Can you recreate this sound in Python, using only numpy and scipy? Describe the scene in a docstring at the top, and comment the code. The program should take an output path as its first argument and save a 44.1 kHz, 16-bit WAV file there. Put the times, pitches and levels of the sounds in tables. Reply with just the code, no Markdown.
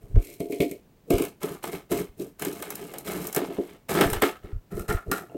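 """A knife saws down through the hard sugar shell of an apple on a kitchen counter, heard by a phone close by.
An early thump of the hand's weight reaches the phone; the blade then rings high on the shell.
From about 1.2 s it rings damped inside the fruit, and towards the end lower, once it is through to the mat.
Bright cracks stand out of dense fine crunch, made of noise grains, and slips of the blade make the counter ring low.
Last, the cut piece rocks on the mat. A small kitchen answers briefly, and its quiet air lies under it all."""
import sys
import numpy as np
from scipy import signal
from scipy.fft import rfft, irfft
from scipy.io import wavfile

SR = 44100
rng = np.random.default_rng(int(sys.argv[2]) if len(sys.argv) > 2 else 0)


def master_out(mix):
    """Clip the mix to full scale and print it as 16-bit PCM to the path in sys.argv[1]."""
    frames = np.transpose(np.atleast_2d(mix))
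    ceiling = np.clip(frames, -1, 1)
    pcm = np.round(ceiling * 32767).astype(np.int16)
    wavfile.write(sys.argv[1], SR, pcm)


N = 236799  # length in samples


def undb(db):
    """Decibels to gain."""
    return 10 ** (np.asarray(db) / 20)


def unit(x):
    """Scale to rms 1."""
    return x / np.sqrt(np.mean(x ** 2))


def filtered(x, order, hz, kind):
    """Let through only what lies above ("high") or below ("low") a pitch."""
    return signal.sosfilt(signal.butter(order, hz, kind, fs=SR, output="sos"), x)


def colour(x, points):
    """Causal filter through (Hz, dB) points, keeping the power of white noise."""
    size = 1024
    hz, db = np.transpose(points)
    bin_hz = np.arange(size // 2 + 1) * SR / size
    log_gain = np.interp(np.log(bin_hz + 1), np.log(hz), db) * np.log(10) / 20
    # folding the cepstrum forward in time makes the filter answer at once (minimum phase)
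    fold = np.concatenate([[1], 2 * np.ones(size // 2 - 1), [1], np.zeros(size // 2 - 1)])
    h = irfft(np.exp(rfft(irfft(log_gain) * fold)))
    return signal.fftconvolve(x, h / np.linalg.norm(h))[:N]


def ring(x, modes, floor_hz):
    """A body of decaying modes that radiates little below floor_hz, keeping the power of white noise."""
    t = np.arange(SR // 5) / SR
    h = np.zeros(len(t))
    for k, (hz, width_hz, db) in enumerate(modes):
        # a wider mode dies faster; neighbours start in opposite directions
        h += (-1) ** k * undb(db) * np.exp(-np.pi * width_hz * t) * np.sin(2 * np.pi * hz * t)
    h = filtered(h, 3, floor_hz, "high")
    return signal.fftconvolve(x, h / np.linalg.norm(h))[:N]


def grit(rate, scatter_db, grain_s, bed):
    """Random fractures, rate per second: short noise grains of scattered size over a smooth bed."""
    sizes = undb(scatter_db * np.minimum(rng.exponential(size=N), 3))
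    hits = (rng.random(N) < rate / SR) * sizes
    shape = signal.lfilter([1], [1, -np.exp(-1 / (grain_s * SR))], hits)
    return unit((unit(shape) + bed) * rng.standard_normal(N))


def bursts(times, dbs, rise_s, fall_s, carrier):
    """A carrier shaped into bursts with a quick rise and an exponential fall."""
    starts = np.zeros(N)
    starts[(times * SR).astype(int)] = undb(dbs)
    t = np.arange(SR // 4) / SR
    shape = (1 - np.exp(-t / rise_s)) * np.exp(-t / fall_s)
    return signal.fftconvolve(starts, shape)[:N] * carrier


def wander(rate):
    """Slow drift in straight lines between random levels, rate of them per second."""
    marks = np.arange(0, N + SR, SR / rate)
    return np.interp(np.arange(N), marks, rng.standard_normal(len(marks)))


# strokes of the knife; the last two columns are levels against the crunch, all before each layer's own trim:
# start_s [s], bite_s [s], hold_s [s], crunch_db [dB], rumble_db [dB], blade_db [dB]
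KNIFE_STROKES = [(0.004, 0.013, 0.25, -69, 18, 2), (0.169, 0.094, 0.073, -48.5, 5, -1),
                 (0.389, 0.011, 0.062, -57, 19, -9), (0.487, 0.012, 0.13, -52, 15.5, -2),
                 (0.608, 0.012, 0.025, -48.5, 21, -8), (0.686, 0.011, 0.023, -55.5, 17.5, -3),
                 (1.061, 0.026, 0.011, -65, 30, -15), (1.097, 0.0094, 0.13, -43, 17.5, 0),
                 (1.401, 0.023, 0.11, -46, 8.5, 3), (1.624, 0.0072, 0.062, -45, 8, 2),
                 (1.712, 0.01, 0.032, -45.5, 8, 5), (1.892, 0.028, 0.083, -41, 14, 2),
                 (2.166, 0.039, 0.044, -51, 11, -1), (2.384, 0.034, 0.063, -43, 8, -0.5),
                 (2.501, 0.023, 0.51, -48, 9, 3), (2.775, 0.024, 0.2, -53.5, 14, 6.5),
                 (3.038, 0.048, 0.2, -39.5, 7.5, 2.5), (3.359, 0.011, 0.096, -50.5, 15.5, 13),
                 (3.498, 0.0096, 0.24, -56.5, 11.5, 11.5), (3.883, 0.015, 0.12, -36.5, 13, 9),
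                 (3.957, 0.01, 0.18, -37.5, 13, 5.5), (4.213, 0.006, 0.06, -40.5, -5, 10),
                 (4.422, 0.022, 0.063, -69, 28.5, 18), (4.702, 0.018, 0.048, -55.5, 19.5, 12.5),
                 (4.748, 0.018, 0.058, -52, 18, 5.5), (4.879, 0.0044, 0.048, -41, 10, 14),
                 (5.052, 0.016, 0.059, -63.5, 29, 12.5), (5.111, 0.0068, 0.058, -43.5, -3, 7.5),
                 (5.182, 0.014, 0.044, -64.5, 22.5, 15), (5.283, .01, .08, -69, 18.5, 9)]
SAG_DB_PER_S = 31  # pressure eases while the edge slides
# how fast each layer dies once the edge stops
CRUNCH_RELEASE_DB_PER_S, COUNTER_RELEASE_DB_PER_S, BLADE_RELEASE_DB_PER_S = 246, 297, 200


def stroke_curves():
    """Levels of crunch, rumble and blade: each stroke bites, holds with a slow sag and dies away."""
    t = np.arange(0, N + SR // 10, 32) / SR
    start, bite, hold, crunch_db, rumble_db, blade_db = np.transpose(KNIFE_STROKES)[:, :, None]
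    since = t - start
    rising = -20 * np.log10(np.clip(since / bite, .01, 1))
    sag = SAG_DB_PER_S * np.clip(since - bite, 0, None)
    stopped = np.clip(since - bite - hold, 0, None)
    layers = [(crunch_db, CRUNCH_RELEASE_DB_PER_S),
              (crunch_db + rumble_db, COUNTER_RELEASE_DB_PER_S),
              (crunch_db + blade_db, BLADE_RELEASE_DB_PER_S)]
    levels = []
    for db, release in layers:
        gain = undb(db - rising - sag - release * stopped)
        power = np.sum((since > 0) * gain ** 2, axis=0)  # overlapping strokes add up
        levels.append(np.interp(np.arange(N) / SR, t, 10 * np.log10(power + 1e-12)))
    return levels


# snaps of the shell, before trims: start_s [s], level_db [dB], blade_db [dB, blade and fruit against the snap]
SHELL_SNAPS = [(0.1562, -47, 6.5), (0.402, -29.5, -7.5), (0.5212, -28.5, -2), (0.603, -20.5, 0.5),
               (0.614, -27.5, -13), (0.712, -28, -9.5), (1.104, -19, -4), (1.133, -37, 3),
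               (1.1817, -20, -6), (1.22, -20, -11), (1.2496, -23, -13.5), (1.4305, -22, -7.5),
               (1.639, -24, -2.5), (1.723, -31, -7.5), (1.9155, -20.5, -6.5), (1.995, -30, -23),
               (2.3947, -27, -13), (2.4208, -19, -7), (2.4488, -18, -12.5), (2.6234, -21.5, -7.5),
               (2.7033, -19.5, -15), (2.754, -22, -24), (2.9367, -29.5, -3.5), (2.983, -22.5, -39),
               (3.269, -18.5, -47), (3.3268, -21.5, -17), (3.3468, -14.5, -15), (3.362, -12.5, -8.5),
               (3.8952, -30, -20), (4.0093, -11, -3.5), (4.0998, -20, -43), (4.131, -15, -7.5),
               (4.2202, -11, -1), (4.794, -28, -6), (4.899, -25, 4), (5.114, -13, -0.5)]
# tone of breaking sugar: pitch_hz [Hz], level_db [dB per Hz]
SHARD_TONE = [(900, -34), (1470, -21), (2500, 1.5), (3550, -6.5), (4020, 3), (4580, -6), (5070, -1.5),
              (5970, -2.5), (8940, 1.5), (9960, -3.5), (12100, 2.5), (14700, -4), (16000, -7)]
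SPLINTER_HZ = 6660  # thin splinters sound mainly above this


def shell(crunch_db):
    """Fine crunch of sugar under the edge; each larger snap runs on in a spray of smaller fractures."""
    s, db, blade_db = np.transpose(SHELL_SNAPS)
    chips = grit(400., 5., .0015, .5)
    splinters = grit(400., 5., .0012, .5)
    # a snap that hardly moves the blade is a thin splinter and sounds mostly at the top
    thin = np.clip((4.5 - blade_db) / 15, .02, .98)
    thick_db, thin_db = 10 * np.log10(1 - thin), 10 * np.log10(thin)
    noise = rng.standard_normal((2, N))
    crunch_gain = undb(crunch_db - 2.0)
    full = crunch_gain * chips
    full += bursts(s, db - 4.0 + thick_db, 0.0015, 0.003, noise[0])
    full += bursts(s, db - 31.5, 0.0089, 0.033, chips)  # spray of smaller fractures
    top = crunch_gain * splinters + bursts(s, db + thin_db, 0.00092, 0.0029, noise[1])
    return colour(full + filtered(top, 2, SPLINTER_HZ, "high"), SHARD_TONE)


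# the blade rings high on the shell, is damped inside the fruit and rings lower once it is through;
# modes in each place, levels before scaling: pitch_hz [Hz], width_hz [Hz], level_db [dB]
SHELL_MODES = [(2180, 250, 2), (2780, 2800, 10), (4370, 520, -4.5)]
FRUIT_MODES = [(737, 470, 4.5), (1240, 370, 0), (1592, 410, 0), (2134, 220, -1), (2810, 940, -1)]
MAT_MODES = [(744, 147, -4), (1040, 200, -32), (1304, 220, 3.5), (1396, 60, -1), (1765, 250, -4.5),
             (3100, 2100, -41)]
# how deep the blade is: time_s [s], depth [0 on the shell, 1 in the fruit, 2 through to the mat]
BLADE_DEPTH = [(.15, 1.2), (.25, 0.024), (.9, 0.027), (1.2, 0.65), (1.42, 1.02), (3.7, 1), (4.2, 1.43),
               (4.7, 1.99)]


def depth_curve():
    """Depth of the blade over time."""
    return np.interp(np.arange(N) / SR, *np.transpose(BLADE_DEPTH))


def blade(blade_level_db):
    """Blade and fruit ring at mid pitches, driven by crunch and by the same snaps as the shell."""
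    s, db, blade_db = np.transpose(SHELL_SNAPS)
    crunch = grit(300., 3., .002, .7)
    snaps = bursts(s, db + blade_db + 1, 0.0029, 0.004, rng.standard_normal(N))
    snaps += bursts(s, db + blade_db - 13.0, 0.0022, 0.025, crunch)
    push = undb(blade_level_db - 5.5) * crunch + snaps
    depth = depth_curve()
    # crossfade from place to place as the blade sinks
    on_shell, in_fruit, on_mat = [np.sqrt(np.clip(1 - abs(depth - k), 0, 1)) for k in range(3)]
    fruit = np.zeros(N)
    for mode in FRUIT_MODES:
        # the contact point slides along the edge, so each mode in the fruit comes and goes
        grip = undb(3 * wander(7))
        fruit += undb(mode[2] - 7.0) * ring(push * in_fruit * grip, [mode], 270.0)
    return ring(push * on_shell, SHELL_MODES, 1770.0) + fruit + ring(push * on_mat, MAT_MODES, 630.0)


# slips of the blade felt by the counter: start_s [s], level_db [dB before trims]
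BLADE_SLIPS = [(0.159, -24), (0.401, -20), (0.496, -26.5), (0.523, -24), (0.6, -13.5), (0.616, -18.5),
               (0.71, -28), (1.103, -9), (1.116, -16), (1.198, -17.5), (1.435, -23), (1.732, -29),
               (1.913, -19), (2.193, -24.5), (2.462, -23), (3.365, -17), (3.415, -23), (3.483, -25.5),
               (3.582, -17.5), (3.98, -27), (4.001, -12.5), (4.224, -12.5), (5.115, -20.5), (5.345, -25.5)]
# upper and deep modes of the counter, levels before scaling: pitch_hz [Hz], width_hz [Hz], level_db [dB]
COUNTER_MODES = [(239, 32, -30), (278, 36, 2.5), (358.7, 52.6, 6), (421.8, 51.2, 7), (525, 33, -11.5),
                 (559, 50, -6.5), (695, 17, -16)]
DEEP_MODES = [(125.4, 41, -14), (192, 60, 1.5)]
DEEP_SLIP_DB = -12  # lowers both parts of a slip in the deep modes


def counter(rumble_db):
    """The counter's low modes, shaken by the sawing and struck by each slip; the mat dulls what reaches it."""
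    s, db = np.transpose(BLADE_SLIPS)
    noise = rng.standard_normal(N)
    saw = undb(rumble_db - 2) * grit(120., 2.3, 0.01, 0.87)
    # the deeper the blade, the more weight bears down on the deep modes
    weight = np.clip(depth_curve(), .15, 1)
    # a slip is one clean shove and a judder that dies away after it
    upper_shove = bursts(s + 0.00207, db + 5.0, 0.00012, 0.00026, 1)
    upper_judder = bursts(s, db - 5.5, 0.0027, 0.028, noise)
    deep_shove = bursts(s, db + DEEP_SLIP_DB + 5, 0.00039, 0.00041, 1)
    deep_judder = bursts(s, db + DEEP_SLIP_DB, 0.00043, 0.0076, noise)
    upper = saw + upper_shove + upper_judder
    deep = undb(-4.0) * weight * saw + deep_shove + deep_judder
    return filtered(ring(upper, COUNTER_MODES, 270.0) + ring(deep, DEEP_MODES, 59.0), 3, 850., "low")


# the cut piece rocks on the mat: start_s [s], level_db [dB before shaping]
PIECE_ROCKS = [(5.22, -35), (5.235, -39), (5.296, -34.5), (5.317, -32), (5.342, -34), (5.357, -38)]
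# modes of the piece, levels before scaling: pitch_hz [Hz], width_hz [Hz], level_db [dB]
PIECE_MODES = [(430, 90, -3), (695, 96, 0), (2790, 90, -20.5)]


def piece():
    """Dull knocks of the loose slice: noise bursts ring its modes."""
    s, db = np.transpose(PIECE_ROCKS)
    return ring(bursts(s, db, 0.0011, 0.0032, rng.standard_normal(N)), PIECE_MODES, 230.0)


# weight shifts through the counter: start_s [s], sway_db [dB before shaping]
WEIGHT_SHIFTS = [(0.03, -42), (0.098, -38), (0.122, -36), (0.143, -16), (0.161, -7), (1.134, -22.5),
                 (2.088, -45.5), (4.056, -27.5), (4.115, -28), (4.159, -28), (4.439, -38), (4.528, -28),
                 (4.555, -29.5), (4.74, -32), (4.79, -31.5), (4.885, -27.5), (4.939, -21.5), (5.076, -31)]
SWAY_HZ, KNOCK_HZ = 32.6, 92.2  # the knock's pitch is scattered around its value
KNOCK_DB = -2.5  # knock against sway


def thumps():
    """Soft pushes that rock the phone's stand: a slow sway and a quicker knock."""
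    out = np.zeros(N + SR)
    t = np.arange(SR // 5) / SR
    shape = t / 0.0078 * np.exp(1 - t / 0.0098)
    draws = rng.random((len(WEIGHT_SHIFTS), 3))
    for (s, db), (sway_phase, knock_phase, scatter) in zip(WEIGHT_SHIFTS, draws):
        sway = np.sin(2 * np.pi * (SWAY_HZ * t + sway_phase))
        knock_hz = KNOCK_HZ * (0.85 + 0.41 * scatter)
        knock = undb(KNOCK_DB) * shape * np.sin(2 * np.pi * (knock_hz * t + knock_phase))
        i = int(s * SR)
        out[i:i + len(t)] += undb(db) * shape * (sway + knock)
    return out[:N]


ROOM_T60_S, ROOM_DB = 0.089, -9  # time to fall by 60 dB; level of the tail


def room(x):
    """Diffuse tail of a small kitchen: noise that swells over some milliseconds and dies quickly."""
    t = np.arange(SR // 2) / SR
    h = rng.standard_normal(len(t)) * (1 - np.exp(-t / 0.014)) * undb(-60 * t / ROOM_T60_S)
    return undb(ROOM_DB) * signal.fftconvolve(x, h / np.linalg.norm(h))[:N]


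# tone of the kitchen's air, before scaling: pitch_hz [Hz], level_db [dB per Hz]
AIR_TONE = [(12, -37), (20, -7), (91, -11.5), (146, -7.5), (660, -23), (1260, -31.5), (1570, -32.5),
            (4670, -40), (12400, -43.5), (16000, -35)]
AIR_DB = -58  # rms level of the air


def kitchen():
    """Quiet air of the kitchen: steady coloured noise."""
    hz, db = np.transpose(AIR_TONE)
    bin_hz = np.arange(N // 2 + 1) * SR / N
    gain = undb(np.interp(np.log(bin_hz + 1), np.log(hz), db))
    return undb(AIR_DB) * unit(irfft(rfft(rng.standard_normal(N)) * gain, N))


def scene():
    """All sources at the phone."""
    crunch_db, rumble_db, blade_db = stroke_curves()
    near = shell(crunch_db) + blade(blade_db) + counter(rumble_db) + piece()
    return (near + room(near) + thumps() + kitchen())[None]


TOP_HZ = 16000  # the phone passes little above this


def record(dry):
    """The phone rounds the loudest peaks and cuts the top."""
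    rounded = np.tanh(1.5 * dry) / 1.5
    return signal.sosfilt(signal.ellip(10, .5, 80, TOP_HZ, fs=SR, output="sos"), rounded)


dry = scene()
out = record(dry)
master_out(out)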